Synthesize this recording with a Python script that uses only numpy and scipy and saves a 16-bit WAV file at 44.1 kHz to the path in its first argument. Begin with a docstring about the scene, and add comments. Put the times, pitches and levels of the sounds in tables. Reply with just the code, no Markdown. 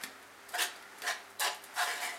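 """A small hard kitchen, where a plastic spatula pushes pulp through a steel mesh strainer in short strokes.
Its edge slips from wire to wire: this stick-slip force excites the modes of the bowl and rim, while
the flicked wires rasp and hiss. Now and then the spatula taps the steel, zips over a few wires or
plucks the mesh. Wet pulp ticks, and the strainer brushes a saucepan once, which rings faintly.
Behind it all lie room air, a soft midrange wash and the hum of an appliance."""
import sys
import numpy as np
from scipy import signal
from scipy.fft import rfft, irfft, next_fast_len
from scipy.io import wavfile
from scipy.ndimage import map_coordinates

SR = 44100
rng = np.random.default_rng(int(sys.argv[2]) if len(sys.argv) > 2 else 0)


def inscribe(sig):
    """Save sig as 16-bit PCM at rate SR to the path in sys.argv[1].

    A 1-D sig is mono; a 2-D sig holds one channel per row.
    Samples are clipped to [-1, 1] before scaling.
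    """
    pcm = np.round(np.clip(np.atleast_2d(sig).T, -1, 1) * 32767)
    wavfile.write(sys.argv[1], SR, pcm.astype(np.int16))


N = 96402
TIME = np.arange(N) / SR


def amp(db):
    """Amplitude ratio of a level in decibels."""
    return 10 ** (np.asarray(db) / 20)

def unit(x):
    """Normalisation to an rms of 1."""
    return x / np.sqrt(np.mean(x ** 2) + 1e-20)

def along(points, hz):
    """Interpolation of (f/Hz, value) points on a logarithmic frequency axis."""
    f, v = np.transpose(points)
    return np.interp(np.log(hz + 1), np.log(f + 1), v)

def wobble(rate):
    """Random modulation: a spline through `rate` Gaussian values a second."""
    return map_coordinates(rng.standard_normal(N // 20), [np.arange(N) * rate / SR], mode="wrap")

def coloured(x, points, size=2048):
    """Minimum-phase filtering through (f/Hz, level/dB) points; white noise keeps its power."""
    cepstrum = irfft(np.log(amp(along(points, np.fft.rfftfreq(size, 1 / SR)))))
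    cepstrum[1:size // 2] *= 2
    cepstrum[size // 2 + 1:] = 0
    response = irfft(np.exp(rfft(cepstrum)))
    return signal.fftconvolve(x, response / np.linalg.norm(response))[:N]

def push(start, length, attack, release):
    """Contact pressure: a linear rise, then exponential relaxation from `length` seconds after the start."""
    t = TIME - start
    return np.clip(t / attack, 0, 1) * np.exp(-np.maximum(t - length, 0) / release)

def damped_mode(start, db, hz, t60, waver=0):
    """Free vibration: a sinusoid swells briefly and decays exponentially; `waver` shifts its phase."""
    t = np.maximum(TIME - start, 0)
    swell = 1 - np.exp(-t * hz / 0.72)  # time constant of 0.72 cycles
    return 2 * amp(db - 60 * t / t60) * np.sin(2 * np.pi * hz * t + waver) * swell

def clicks(contacts, colour, t60):
    """Modal overlap: each contact excites resonances so dense that they decay as coloured noise."""
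    rise_s = 0.0015  # the soft plastic cushions each contact
    envelope = sum(np.clip((TIME - s) / rise_s, 0, 1) * amp(db + 5 - 60 * np.maximum(TIME - s, 0) / t60)
                   for s, db in contacts)
    return coloured(envelope * rng.standard_normal(N), colour)


# Reverberation time of the kitchen: f/Hz, T60/s
ROOM_DECAY = [(200, 0.36), (1000, 0.35), (4000, 0.33), (9000, 0.21), (16000, 0.12)]

def kitchen(x, wet_db, wall_delay_s=0.004):
    """Reverberation: direct sound plus a diffuse tail whose treble is absorbed first."""
    hz, t, spectra = signal.stft(rng.standard_normal(SR // 2), SR, nperseg=256)
    decay = amp(-60 * t / along(ROOM_DECAY, hz)[:, None])
    tail = signal.istft(spectra * decay, SR, nperseg=256)[1]
    tail *= np.clip(np.arange(len(tail)) / SR / wall_delay_s - 1, 0, 1)
    diffuse = signal.fftconvolve(x, tail / np.linalg.norm(tail))[:N]
    return (x + amp(wet_db) * diffuse) / np.hypot(1, amp(wet_db))


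# Spectrum of the room air: f/Hz, level/dB
AIR_SPECTRUM = [(25, -4), (60, -3.5), (100, -2), (150, -1), (280, 7.5), (600, 11), (2000, 2.5), (6000, -7),
                (15800, -6)]

def room_air():
    """Stationary broadband noise: the steady floor of the room."""
    return amp(-60) * coloured(rng.standard_normal(N), AIR_SPECTRUM)


# Partials of the appliance: f/Hz, level/dB
HUM_PARTIALS = [(100, -80.5), (203, -77), (269, -78.5), (399, -68.5)]

def appliance_hum():
    """Amplitude and phase modulation: each low partial wavers slightly."""
    return sum(np.sqrt(2) * amp(db + 1.5 * wobble(11.4))
               * np.sin(2 * np.pi * hz * TIME + 0.5 * wobble(5.78)) for hz, db in HUM_PARTIALS)


# Envelope of the wash: t/s, level/dB
WASH_ENVELOPE = [(0, -49), (.14, -53.5), (.3, -56), (.46, -54.5), (.78, -51), (.83, -55), (.96, -52),
                 (1.2, -52), (1.36, -56), (1.62, -55.5), (1.73, -50.5), (2.19, -51.5)]
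# Its spectrum: f/Hz, level/dB
WASH_SPECTRUM = [(100, -44), (260, -3), (500, -4), (800, 3.5), (1050, 0.5), (1350, 5.5), (2000, 2.5),
                 (2800, -6), (5000, -10), (10000, -15), (15800, -27)]

def midrange_wash():
    """Amplitude-modulated noise: a soft wash that swells and sinks, heard between the strokes."""
    level_db = np.interp(TIME, *np.transpose(WASH_ENVELOPE)) + 0.13 * wobble(36.8)
    return amp(level_db) * coloured(rng.standard_normal(N), WASH_SPECTRUM)


# Modes of the saucepan: f/Hz, level/dB, T60/s
PAN_MODES = [(1404, -56, 0.55), (1920, -57, 0.24)]

def saucepan(touch_s=0.824):
    """Phase modulation: the brushing strainer rings the pan, and the rubbing unsettles that ring."""
    return sum(damped_mode(touch_s, db, hz, t60, waver=1.5 * wobble(91)) for hz, db, t60 in PAN_MODES)


# Ticks of the pulp: t/s, level/dB
PULP_TICKS = [(0.026, -49.5), (0.225, -59.5), (0.734, -62), (0.976, -62), (0.983, -54), (1.240, -63),
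              (1.301, -58), (1.545, -48.5), (1.616, -62), (1.625, -64)]
# Spectrum shared by the ticks and the wire zips: f/Hz, level/dB
BRIGHT_SPECTRUM = [(100, -61), (500, 7), (2800, -6), (3900, 3.5), (6000, 0), (8500, 5.5), (10000, 5),
                   (13000, 4), (15800, -4.5)]

def pulp_ticks():
    """Broadband transients: the wet pulp gives faint, bright, quickly damped ticks."""
    return clicks(PULP_TICKS, BRIGHT_SPECTRUM, t60=0.064)


# Taps of the spatula on the steel: t/s, level/dB
SPATULA_TAPS = [(0.012, -51), (0.020, -59), (0.0355, -35.5), (0.051, -55), (0.761, -53), (0.823, -53),
                (1.0186, -41.5)]
# Spectrum of a tap: f/Hz, level/dB
TAP_SPECTRUM = [(50, -39), (150, -15), (250, -15), (600, -6.5), (1300, -8.5), (1900, -2.5), (2600, -7.5),
                (3550, -5.5), (4400, -6.5), (6500, -12), (12500, -10), (14000, -25)]
# Modes of the whole strainer: f/Hz, level/dB, T60/s
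STRAINER_MODES = [(225, -63, .25), (266, -56, .3), (1850, -38, .03), (3550, -42, .018)]

def spatula_taps():
    """Impact excitation: every tap clicks, and the strongest sets the whole strainer ringing."""
    strongest_s = max(SPATULA_TAPS, key=lambda tap: tap[1])[0]
    ringing = sum(damped_mode(strongest_s, db, hz, t60) for hz, db, t60 in STRAINER_MODES)
    return clicks(SPATULA_TAPS, TAP_SPECTRUM, t60=0.047) + ringing


# Plucks of the mesh: t/s, level/dB, f/Hz, T60/s
MESH_PLUCKS = [(0.54, -40, 1606, 0.058), (0.634, -44.5, 862, 0.11), (0.758, -51, 4680, 0.039),
               (1.0202, -47.5, 4620, .04), (1.391, -48, 4030, .04), (1.53, -46.5, 6770, 0.024)]

def mesh_plucks():
    """Plucked vibration: a single mode rings freely as the edge catches or lets go."""
    return sum(damped_mode(*pluck) for pluck in MESH_PLUCKS)


def wire_flicks(per_s=8000, spread_db=7, chatter_db=1.26):
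    """Shot noise: single wires give dense random impulses, in chattering clumps."""
    impulses = (rng.random(N) < per_s / SR) * np.sign(rng.standard_normal(N))
    level_db = spread_db * np.clip(rng.standard_normal(N), -2, 2) - chatter_db * wobble(400)
    return unit(impulses * amp(level_db))


# Runs of the edge over a few wires: t/s, duration/s, level/dB
WIRE_ZIPS = [(0.486, 0.0075, -45), (0.518, 0.004, -47), (0.620, 0.0032, -29), (1.393, 0.018, -33),
             (1.635, 0.0073, -44), (1.738, 0.11, -51.5), (1.828, 0.016, -42)]

def wire_zips():
    """Gated shot noise: the edge catches, then zips over the wires in a bright burst."""
    pressure = sum(amp(db) * push(s, length, attack=0.005, release=0.006) for s, length, db in WIRE_ZIPS)
    return coloured(pressure * wire_flicks(), BRIGHT_SPECTRUM)


def mesh_patches(flicks, low_hz=2548, high_hz=10680, t60=0.022, crossing_s=0.025, mix=0.36):
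    """Local resonance: each patch of mesh that the edge crosses zings in its own short high modes."""
    t = np.arange(SR // 50) / SR
    hop = int(crossing_s * SR)
    zing = np.zeros(N + SR)
    for i in range(0, N, hop):
        place, phase = rng.random((2, 36, 1))  # 36 modes a patch
        hz = low_hz * (high_hz / low_hz) ** place
        response = np.sin(2 * np.pi * (hz * t + phase)).sum(0) * amp(-60 * t / t60)
        ringing = signal.fftconvolve(flicks[i:i + hop], response / np.linalg.norm(response))
        zing[i:i + len(ringing)] += ringing
    return np.sqrt(1 - mix) * flicks + np.sqrt(mix / 2) * zing[:N]

def stick_slip(start, length, rate, slowing_oct_per_s=5, scatter=0.22, spread_db=0.5):
    """Relaxation oscillation: an uneven train of force pulses, slowing as the push goes on."""
    gaps, sizes = rng.standard_normal((2, 400))
    from_middle = np.clip(TIME - start - length / 2, -length, length)
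    slip_rate = rate * 2 ** (-slowing_oct_per_s * from_middle)
    wires_crossed = np.cumsum(slip_rate * (TIME >= start)) / SR
    slip_samples = np.searchsorted(wires_crossed, np.cumsum(np.exp(scatter * gaps)))
    return np.bincount(slip_samples, amp(spread_db * sizes), N)[:N]

def steel_response(force, modes, focus_hz, width_oct):
    """Modal superposition: the place of contact favours the modes near a focus frequency."""
    t = np.arange(SR // 8) / SR
    response = sum(rng.choice([-1, 1]) * amp(db - 60 * t / t60) * np.cos(2 * np.pi * hz * t)
                   / (1 + (np.log2(hz / focus_hz) / width_oct) ** 2) for hz, db, t60 in modes)
    radiation = signal.butter(2, [260, 3500], "bandpass", fs=SR, output="sos")  # open mesh: no bass
    return unit(signal.sosfilt(radiation, signal.oaconvolve(force, response)[:N]))


# Modes of the mesh bowl and of its rim: f/Hz, level/dB, T60/s
BOWL_MODES = [(285, 0, .07), (380, 0, .05), (470, -3, .045), (560, -7, .035), (640, -7, .04), (712, 2, .11),
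              (810, -7, .035), (860, -1, .075), (915, -5, .04), (1002, -.5, .09), (1066, -2, .06),
              (1170, -1, .055)]
RIM_MODES = [(1310, -3, .025), (1423, -3, .045), (1470, -2, .04), (1595, -1, .05), (1689, 0, .06),
             (1750, -3, .04), (1812, 0, .055), (1910, -1, .045), (1985, -1, .045), (2110, -4, .03),
             (2218, -1, .045), (2352, -2, .045)]
# Spectra of the wires' rasp and hiss: f/Hz, level/dB
RASP_SPECTRUM = [(60, -96), (150, -79), (350, -11), (1200, 5), (2300, 0), (2850, 3.5), (3300, 2),
                 (4300, 1.5), (5400, 0), (7000, -7), (10000, -13), (16000, -24)]
HISS_SPECTRUM = [(2000, -49), (5500, -10), (7200, 0), (9500, 0.5), (10800, -3.5), (13000, -3.5),
                 (15800, -7.5)]
# Pushes of the spatula: t/s, attack/s, duration/s, mid-stroke slip rate/Hz, bowl level/dB, bowl focus/Hz,
# rim level/dB, rim focus/Hz, rim focus half-width/octaves, rasp level/dB, hiss level/dB
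SPATULA_STROKES = [ (0.528, 0.014, 0.0268, 690, -35.5, 670, -38.5, 1650, .27, -45.5, -44.5),
                   (0.562, 0.014, 0.029, 530, -42.5, 640, -54, 1650, .25, -46, -63),
                   (0.579, 0.012, 0.051, 400, -42.5, 680, -36, 1730, 0.36, -34.5, -35.5),
                   (1.017, 0.022, 0.043, 527, -45, 600, -42, 1700, .18, -49.5, -49),
                   (1.063, 0.0064, 0.0424, 628, -40, 850, -34.5, 1850, 0.31, -36.5, -43),
                   (1.397, 0.015, 0.048, 900, -37, 990, -36.5, 1710, 0.16, -37.5, -37.5),
                   (1.439, 0.025, 0.04, 368, -35.5, 820, -39.5, 1700, .25, -34, -47),
                   (1.503, 0.009, 0.024, 1030, -58, 776, -56, 1600, 0.33, -56, -55.5),
                   (1.751, 0.045, 0.076, 823, -33, 1070, -33.5, 1550, .36, -36.5, -40.5),
                   (1.843, 0.03, 0.095, 480, -43.5, 670, -39, 1970, 1, -43.5, -46),
                   (1.947, 0.01, 0.061, 330, -47.5, 715, -48, 1680, 0.36, -45.5, -50.5),
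                   (2.01, 0.0082, 0.06, 311, -41.5, 760, -39.5, 2150, 0.23, -43, -41.5),
                   (2.078, 0.0089, 0.032, 430, -55, 795, -42, 2060, 0.12, -52, -53.5),
                   (2.116, 0.0079, 0.048, 235, -50.5, 690, -60, 1980, 0.16, -55, -55.5)]

def scraping(release_s=0.014, wire_lag_s=0.0028):
    """Frictional excitation: each push drives bowl and rim by slips, and the wires rasp and hiss."""
    body, rasp_envelope, hiss_envelope = np.zeros((3, N))
    for (start, attack, length, rate, bowl_db, bowl_hz,
         rim_db, rim_hz, rim_oct, rasp_db, hiss_db) in SPATULA_STROKES:
        pressure = push(start, length, attack, release_s)
        force = pressure * stick_slip(start, length, rate)
        bowl = amp(bowl_db) * steel_response(force, BOWL_MODES, bowl_hz, width_oct=0.69)
        rim = amp(rim_db) * steel_response(force, RIM_MODES, rim_hz, rim_oct)
        body += np.sqrt(np.mean(pressure ** 2)) * (bowl + rim)
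        bite = push(start, length, attack + wire_lag_s, release_s)  # wires speak later than the bowl
        rasp_envelope += amp(rasp_db) * bite
        hiss_envelope += amp(hiss_db) * bite
    rasp = coloured(mesh_patches(rasp_envelope * wire_flicks()), RASP_SPECTRUM)
    hiss = coloured(mesh_patches(hiss_envelope * wire_flicks()), HISS_SPECTRUM)
    return kitchen(body, wet_db=-8) + kitchen(rasp, wet_db=-7.5) + kitchen(hiss, wet_db=-4)


def scene():
    """Superposition: the reverberant contacts and the background add in one channel."""
    steel = spatula_taps() + mesh_plucks() + saucepan()
    bright = wire_zips() + pulp_ticks()
    contacts = kitchen(bright, wet_db=-4) + kitchen(steel, wet_db=-8) + scraping()
    return (contacts + midrange_wash() + appliance_hum() + room_air())[None]


# Treble roll-off: f/Hz, level/dB
TREBLE_ROLL_OFF = [(100, 0), (13000, 0), (14500, -2.5), (15800, -7)]

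def record(dry, top_hz=15900):
    """Band limiting: the top octave is softened and nothing above the limit passes."""
    size = next_fast_len(N + SR // 2)
    hz = np.fft.rfftfreq(size, 1 / SR)
    gain = amp(along(TREBLE_ROLL_OFF, hz)) * (hz < top_hz)
    return irfft(rfft(dry, size) * gain, size)[..., :N]


dry = scene()
out = record(dry)
inscribe(out)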